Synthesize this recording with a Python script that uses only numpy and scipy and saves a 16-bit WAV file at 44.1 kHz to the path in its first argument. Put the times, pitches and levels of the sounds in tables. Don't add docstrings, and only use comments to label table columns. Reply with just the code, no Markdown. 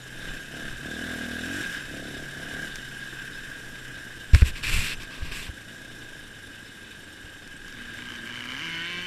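import sys
import numpy as np
from scipy import signal
from scipy.io import wavfile
from scipy.ndimage import uniform_filter1d

SR = 44100
rng = np.random.default_rng(int(sys.argv[2]) if len(sys.argv) > 2 else 0)


def digitize_waveform(pressure):
    field = np.atleast_2d(pressure).T
    bounded = np.clip(field, -1, 1)
    quanta = np.round(bounded * 32767).astype(np.int16)
    wavfile.write(sys.argv[1], SR, quanta)


def gain_from_db(level_db):
    decades = np.asarray(level_db, float) / 20
    return 10 ** decades


N = 399546
T = np.arange(N) / SR


def evened(x):
    return x / np.sqrt(np.mean(x ** 2) + 1e-20)


def level(x, span):
    return x / np.sqrt(uniform_filter1d(x ** 2, size=span) + 1e-20)


def noise():
    return rng.standard_normal(N)


def wobble(span):
    once = uniform_filter1d(noise(), int(span))
    return evened(uniform_filter1d(once, int(span)))


def curves(rows):
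    s, *columns = np.transpose(rows)
    return [np.interp(T, s, column) for column in columns]


def bump(s, half):
    return np.exp(-((T - s) / half) ** 2)


def swells(rows):
    return sum(db * bump(s, half) for s, db, half in rows)


def ramp(s, length):
    return np.clip((T - s) / length, 0, 1)


def add(mix, s, sound):
    part = mix[round(s * SR):][:len(sound)]
    part += sound[:len(part)]


def read(points, hz):
    f, value = np.transpose(points)
    return np.interp(np.log(hz + 1), np.log(f + 1), value, left=-90, right=-90)


def colour(x, points):
    log_gain = np.log(gain_from_db(read(points, abs(np.fft.fftfreq(16384, 1 / SR)))))
    taps = np.fft.ifft(np.exp(np.conj(signal.hilbert(log_gain)))).real[:8192]
    return signal.oaconvolve(x, taps)[:len(x)]


def resonate(x, hz, width):
    pole = np.exp((2j * np.pi * hz - np.pi * width) / SR)
    return 2 * signal.lfilter([1 - abs(pole)], [1, -pole], x).real


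def ring_twice(x, hz, width, second_width):
    return resonate(resonate(x, hz, width), hz, second_width)


def pulses(turns, sizes):
    whole = np.floor(turns).astype(int)
    return np.diff(whole, prepend=whole[0]) * sizes[whole]


# (time [s], level [dB])
AIRSTREAM = [
    (0, -54),
    (1.4, -59),
    (1.7, -49.5),
    (4.3, -49.5),
    (5.6, -58),
    (9.06, -57.5),
]
# (time [s], peak level [dB], half length [s])
GUSTS = [(.29, -40, 0.11), (.71, -38, 0.069), (2.77, -44, 0.033), (3.7, -58, 0.21), (4.477, -31.5, 0.075),
         (4.758, -23, 0.086), (4.99, -36.5, 0.056), (5.29, -34.5, 0.093), (5.45, -44, .06),
         (6.1, -54, 0.27), (7.702, -51, 0.22), (8.7, -68.5, 0.075), (9.004, -63, 0.049)]
# (frequency [Hz], level [dB per Hz])
WIND_COLOUR = [(10, 5), (25, -2), (45, -14.5), (80, -17), (140, -22), (300, -45)]


def wind():
    steady = gain_from_db(curves(AIRSTREAM)[0] + 1.4 * wobble(2796))
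    gusts = sum(gain_from_db(db) * bump(s, half) for s, db, half in GUSTS)
    return (steady + gusts) * level(colour(noise(), WIND_COLOUR), 9000)


# (time [s], crank speed [Hz], share of missed firings [0-1], rasp level [dB])
OTHER = [
    (7.62, 120, 0.71, -54),
    (8.05, 121.9, 0.72, -44),
    (8.3, 119.8, 0.36, -40),
    (8.46, 122.9, 0.46, -39),
    (8.57, 133.9, 0.43, -36.5),
    (8.63, 165.1, 0.29, -35.5),
    (8.8, 166, 0.06, -33.5),
    (8.91, 175.8, 0.02, -34.5),
    (9.06, 179, 0.05, -36),
]
# (time [s], change [dB], half length [s])
OTHER_LIFTS = [
    (7.91, -10, .05),
    (8.218, -10, .045),
]
# (frequency [Hz], level [dB])
OTHER_PIPE = [(100, -2.5), (260, 9), (350, 0.5), (520, -30), (880, -9.5), (1200, -15), (1620, -7.5),
              (2320, 1.5), (2600, -12.5), (3020, 6.5), (3500, -18), (4300, -15), (6300, -17.5), (9000, -69)]
# (multiple of crank speed, level [dB])
OTHER_SCREAM = [(1, -5), (2, -6), (3, -21), (4, -21), (5, -24), (6, -10), (7, -19), (8, -13), (9, -3),
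                (10, -6), (11, -2), (12, -9), (13, 0), (14, -14), (15, -6), (16, -10), (17, -1), (18, -6),
                (19, -13), (20, -9), (21, -14), (22, -19), (23, -19), (24, -14), (25, -13), (26, -22),
                (27, -27)]


def two_stroke_scream(turns, hz):
    top_hz = 178
    start = N - len(hz)
    scream = 0
    for k in range(3, 28):
        place = k * hz / top_hz if k > 14 else k
        line_db = np.interp(place, *np.transpose(OTHER_SCREAM[2:])) + .1 * k + 2.5 * wobble(2500)[start:]
        scream = scream + gain_from_db(line_db) * np.cos(2 * np.pi * k * turns)
    return scream


def other_bike():
    start = round(OTHER[0][0] * SR)
    hz, missed, rasp_db = (column[start:] for column in curves(OTHER))
    missed = np.clip(missed, 0, 1)
    pipe_db = -46.5 + 0.39 * (rasp_db - rasp_db[-1])
    lift_db = swells(OTHER_LIFTS)[start:]
    hz = hz + 0.7 * lift_db
    rasp_db = rasp_db + lift_db

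    unevenness = (.001 + .012 * missed) * wobble(500)[start:]
    turns = np.cumsum(hz * (1 + unevenness)) / SR
    sizes = gain_from_db(rng.standard_normal(400))
    turn = turns.astype(int)
    fired = pulses(turns, sizes) * (1 - missed * (turn % 2)) * sizes[turn] ** (.3 * missed)

    low = colour(fired, OTHER_PIPE)
    low = signal.sosfilt(signal.butter(3, [95, 480], "band", fs=SR, output="sos"), low)
    cough = missed * evened(resonate(fired, 1240, 310))
    stutter = evened(colour(fired, OTHER_PIPE[4:])) + cough
    puff_s = .0025
    puffs = noise()[start:] * signal.lfilter([1], [1, -np.exp(-1 / (puff_s * SR))], fired)

    steady = np.clip(1 - missed / .5, 0, 1)
    rasp = steady * level(two_stroke_scream(turns, hz), 6000)
    rasp += (1 - .8 * steady) * level(stutter, 6000)
    rasp += (.55 + missed) * level(colour(puffs, OTHER_PIPE[4:]), 6000)
    fade_in = np.clip(T[:len(hz)] / 0.17, 0, 1)
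    out = np.zeros(N)
    add(out, OTHER[0][0], fade_in * (gain_from_db(pipe_db) * level(low, 6000) + gain_from_db(rasp_db) * level(rasp, 6000)))
    return out


# (time [s], level [dB], pitch [Hz], length [s])
SQUEAKS = [
    (.01, -53, 6900, 0.043),
    (0.407, -51, 6430, 0.036),
    (.41, -57, 11290, .04),
    (4.95, -50, 6060, 0.017),
]


def squeaks():
    out = np.zeros(N)
    for s, db, hz, length in SQUEAKS:
        t = T[:int(length * SR)]
        add(out, s, gain_from_db(db) * np.sin(2 * np.pi * hz * t) * np.sin(np.pi * t / length))
    return out * gain_from_db(3.3 * wobble(60))


# (start [s], length [s], level [dB], change along it [dB], treble over it [dB])
STROKES = [
    (4.329, 0.11, -32.5, -10, -9),
    (4.445, 0.063, -36.5, -2.5, -7.5),
    (4.55, 0.072, -36.5, -16, -12),
    (4.625, 0.32, -30, -3.5, -9),
    (4.995, 0.065, -42, -8.5, -12),
    (5.1, 0.12, -44, -8.5, -18),
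    (5.22, 0.097, -44.5, -0.5, -15),
    (5.311, 0.18, -37, -7, -9),
]
# (frequency [Hz], level [dB per Hz])
CLOTH = [(65, -33), (110, -8), (145, -9), (291, -16), (334, -16), (797, -26), (1030, -20.5), (1600, -9.5),
         (2180, -7.5), (2590, -2), (3020, -10), (5480, -14), (6500, -25.5), (8450, -64), (14300, -120)]
# (frequency [Hz], level [dB per Hz])
CLOTH_TOP = [(3240, -22), (5500, -1.5), (6450, -4), (7730, 0.5), (8110, -2), (9980, -9), (12000, -7.5),
             (15400, -22)]


def wipe():
    touch_s, lift_s = 0.0095, 0.017
    drag_hz, drag_width_hz, drag_db = 1140, 410, -56
    body, top, dull = np.zeros((3, N))
    for s, length, db, change_db, top_db in STROKES:
        along = ramp(s, length)
        speed = np.sin(np.pi * along)
        touch = ramp(s, touch_s) - ramp(s + length - lift_s / 2, lift_s)
        press = gain_from_db(db + change_db * along + 2.5 * speed) * touch
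        body += press
        top += gain_from_db(top_db + 5 * (speed - 0.63)) * press
        dull += gain_from_db(drag_db) * touch
    slips = noise() * gain_from_db(1.2 * wobble(53.8) + 1.3 * wobble(400))
    drag = ring_twice(slips, drag_hz, drag_width_hz, drag_width_hz)
    return body * evened(colour(slips, CLOTH)) + top * evened(colour(slips, CLOTH_TOP)) + dull * evened(drag)


# (time [s], size [inward +, outward -], swing [Hz], heaviest point [swings], crack [dB])
KNOCKS = [
    (4.3337, .79, 57, .45, -36),
    (4.3474, .5, 78, .78, -20),
    (4.4197, -.67, 68, .47, -27),
    (4.783, -.126, 75, .4, -40),
    (5.221, -.07, 62, .4, -50),
    (5.489, -.05, 70, .4, -50),
    (7.24, .0126, 75, .6, -60),
]
# (time [s], peak level [dB])
TICKS = [(1.226, -40), (1.709, -26), (1.7793, -28), (2.6673, -32), (2.7571, -17.5), (4.411, -20),
         (4.5562, -40), (5.033, -26), (7.4757, -30), (7.6813, -28), (7.725, -29), (8.1603, -29)]
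# (frequency [Hz], level [dB])
CRACK = [(200, -4), (400, 4.5), (1000, 3), (2200, 8.5), (3300, -8), (4700, -1.5), (8000, -10.5),
         (14000, -23), (16000, -50)]


def knocks():
    push, crack, jolt = np.zeros((3, N))
    t = T[:2000]
    for s, way, hz, heaviest, crack_db in KNOCKS:
        wave = np.sin(2 * np.pi * hz * t)
        pointed = .15 * wave + .85 * np.arcsin(.99 * wave) * 2 / np.pi
        add(push, s, way * pointed * np.exp(-((hz * t - heaviest) / .5) ** 4))
        burst = gain_from_db(crack_db) * np.exp(-t / .0022) * rng.standard_normal(len(t))
        add(crack, s, burst if way > 0 else uniform_filter1d(burst, size=7) * 2)
    for s, db in TICKS:
        add(jolt, s, gain_from_db(db) * np.exp(-t / .002) * rng.standard_normal(len(t)))
    ring = gain_from_db(8) * resonate(jolt, HOUSING[0][0], 150)
    shell = gain_from_db(9) * colour(crack + gain_from_db(-10) * np.diff(jolt, prepend=0), CRACK)
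    trapped_air = gain_from_db(-3.5) * resonate(push, 65.6, 8.7)
    return push + trapped_air + shell + ring


def valves(turns, hz, easing_db):
    ring_hz, ring_t60 = 8320, .025
    lag = 0.79
    tick_db = 2.5 * rng.standard_normal(400) + 4.0 * (-1) ** np.arange(400)
    t = T[:900]
    ring = gain_from_db(-60 * t / ring_t60) * np.sin(2 * np.pi * ring_hz * t) * np.minimum(t / .001, 1)
    ticks = signal.oaconvolve(pulses(turns + lag, gain_from_db(tick_db)), ring)[:N]
    return gain_from_db(-51 + 2 * easing_db - (hz - SLOW_HZ)) * ticks


# (frequency [Hz], level [dB per Hz])
HISS = [(2350, -4), (4000, 4), (4380, -7.5), (4870, -3), (5310, 8), (5740, 3.5), (6610, -0.5), (7320, 3.5),
        (7920, -0.5), (8580, 2.5), (9390, -2.5), (10000, -2), (12100, -7), (14600, -10), (15400, -35)]
# (pitch [Hz], width [Hz], level [dB])
SHELL = [(5210, 100, -7.5), (7377, 91, -11.5), (9060, 450, -12), (9780, 350, -11.5), (11900, 190, -15)]


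def housing_hiss(shake):
    air = level(noise() * shake ** 0.69 * gain_from_db(1.02 * wobble(510)), 8000)
    buzz = 0
    for hz, width, db in SHELL:
        buzz = buzz + gain_from_db(db + 4.8 * wobble(1850)) * evened(ring_twice(air, hz, width, 2 * width))
    return evened(colour(air, HISS)) + gain_from_db(-9) * buzz


# (pitch [Hz], width [Hz], level [dB])
HOUSING = [(1611, 114, 5), (2589, 330, -7.5), (2897, 315, -4), (3610, 378, -3.5)]
# (frequency [Hz], level [dB per Hz])
HOUSING_BED = [(900, -57), (1300, -12.5), (2100, -7), (3800, -13.5), (4300, -16.5), (5000, -25)]
# (time [s], rise [dB], half length [s])
RUTS = [
    (1.11, 7, 0.1),
    (1.57, 6.5, 0.033),
    (2.3, 5, 0.093),
    (2.553, 9.5, .1),
    (3.177, 10, 0.15),
    (3.514, 13, 0.057),
    (4.0, 10.5, 0.2),
]


def housing_rattle(shake, rattle_db):
    drive = level(noise() * shake * gain_from_db(0.34 * wobble(460)), 6000)
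    smooth = level(noise() * shake ** 0.5 * gain_from_db(1.37 * wobble(350)), 6000)
    (main_hz, main_width, main_db), *upper = HOUSING
    sing = evened(resonate(drive, 1615, 44))
    whine = evened(ring_twice(drive, main_hz, main_width, 5 * main_width))
    whine += gain_from_db(-11.5 + swells(RUTS)) * sing
    whine *= np.sqrt(np.pi * main_width / SR)
    modes = gain_from_db(main_db + 0.39 * (rattle_db + 44.5)) * whine
    for hz, width, db in upper:
        modes += gain_from_db(db + 1.5 * wobble(2200)) * ring_twice(smooth, hz, width, 2 * width)
    return evened(evened(modes) + gain_from_db(-10.0) * evened(colour(smooth, HOUSING_BED)))


# (frequency [Hz], level [dB])
PIPE = [(30, -9), (140, -7.5), (250, -2.5), (310, -1.5), (365, -7.5), (450, -11), (525, -7), (585, -18.5),
        (660, -7), (740, -14.5), (800, -22), (1100, -54)]
FULL_LOAD = [-15, -6, -15, -30, -7, 0, -6, -12]


def exhaust_note(turns, hz, wide):
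    turns, hz, wide = turns[::16], hz[::16], wide[::16]
    note = 0
    for k in range(1, 25):
        pipe_db = read(PIPE, k * hz) - 20 * (k == 4)
        full_db = pipe_db - 6.0 - 0.82 * np.maximum(hz - 43, 0)
        if k <= len(FULL_LOAD):
            full_db = FULL_LOAD[k - 1]
        drift, waver = uniform_filter1d(rng.standard_normal((2, len(hz))), size=160) * np.sqrt(160)
        lag = rng.uniform(-.5, .5) - 1.15 * wide * (k == 6)
        lag = lag + .2 * (1 - wide) * max(11 - k, 0) ** 2
        lag = lag - .2 * wide * (8 < k < 15) * (k - 9) ** 2
        phase = 2 * np.pi * k * turns + (.014 - .005 * wide) * k * drift + lag
        size_db = wide * full_db + (1 - wide) * pipe_db + (2 - 1.2 * wide) * waver
        note += gain_from_db(size_db) * np.cos(phase)
    return signal.resample_poly(note, 16, 1)[:N]


# (frequency [Hz], level [dB per Hz])
DRONE = [(35, -39), (60, -6), (97, -13), (128, -7), (194, -8), (257, -5.5), (398, -12), (632, -17),
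         (748, -19.5), (1300, -20.5), (1690, -55), (2860, -120)]


def exhaust(turns, hz, clean, wide):
    bark = level(exhaust_note(turns, hz, wide), 8000)
    drone = level(colour(noise() * gain_from_db(1.63 * wobble(250)), DRONE), 9000)
    return np.sqrt(clean) * bark + np.sqrt(1 - clean) * drone


def fourth_multiple(turns, hz, wide):
    hum_db = -60.5 + 0.8159 * np.minimum(hz - SLOW_HZ, 11.3)
    return gain_from_db(hum_db + 5.0 - 4.0 * wide + 1.4 * wobble(1550)) * np.sin(8 * np.pi * turns)


# (open [s], shut [s], clean firing share [0-1], wide open [0-1], pull on the revs [Hz])
THROTTLE = [
    (.13, .4, 0.51, 0.03, 0),
    (0.46, 0.7, 0.71, 0.3, 0),
    (0.79, 1.646, 0.89, 0.98, 2.5),
    (1.844, 2.257, 0.79, 0, 1.73),
    (2.307, 2.678, 0.66, 0.01, 0),
    (4.9, 5.61, 0.37, 0, 0),
    (5.618, 6.219, 0.37, 0, 2.5),
]


def throttle():
    twist_s, load_up_s = 0.073, .25
    shut_clean = 0.12
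    out = np.zeros((3, N))
    for on, off, clean, wide, pull in THROTTLE:
        opening = ramp(on, twist_s) - ramp(off - twist_s / 2, twist_s)
        out += [(clean - shut_clean) * opening, wide * opening * ramp(on, load_up_s), pull * opening]
    return np.clip(out[0] + shut_clean, 0, 1), np.clip(out[1], 0, 1), out[2]


SLOW_HZ, CALM_DB = 25, -42
# (time [s], firing rate [Hz], shaking level [dB], lifted at the end by the bike ahead)
REVS = [(0, 31.65, -45), (.3, 33.62, -38.5), (.48, 34.47, -42.5), (.63, 36.34, -38.5), (.77, 32.2, -40.5),
        (1.1, 39.34, -37), (1.2, 37, -37.5), (1.42, 38.4, -37.5), (1.58, 46.87, -35), (1.76, 40.6, -35.5),
        (1.84, 32.57, -39.5), (2.36, 34.23, -40), (2.65, 38.49, -38), (2.76, 32.89, -40),
        (4.26, 30.73, -43), (6.3, 25.81, -44.5), (7.55, 22.16, -45), (7.9, 25.16, -41)]


def engine():
    hz, rattle_db = curves(REVS)
    clean, wide, pull = throttle()
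    hz = hz + pull
    easing_db = -1 * ramp(7.6, 0.2)
    shaking_db = rattle_db - CALM_DB
    exhaust_db = easing_db - 49 + 11 * clean ** 2 + 0.71 * shaking_db
    hiss_db = easing_db - 12 - 0.39 * shaking_db + 0.2375 * (hz - SLOW_HZ)
    turns = np.cumsum(hz * (1 + .004 * wobble(900))) / SR

    size_db = 1.4 * rng.standard_normal(400)
    shake = (0.38 + 1.1 * clean) * gain_from_db(size_db[turns.astype(int)]) * np.exp(-(turns % 1) / 0.58)
    shake = 1 + uniform_filter1d(shake, size=90)
    housing = housing_rattle(shake, rattle_db) + gain_from_db(hiss_db) * housing_hiss(shake)

    pipe = gain_from_db(exhaust_db) * exhaust(turns, hz, clean, wide) + fourth_multiple(turns, hz, wide)
    return pipe + gain_from_db(rattle_db) * housing + valves(turns, hz, easing_db)


def scene():
    return (wind() + other_bike() + squeaks() + wipe() + knocks() + engine())[None]


def top_cut(x):
    return signal.sosfilt(signal.butter(12, 15580, fs=SR, output="sos"), x)


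def record(dry):
    return top_cut(dry)


dry = scene()
out = record(dry)
digitize_waveform(out)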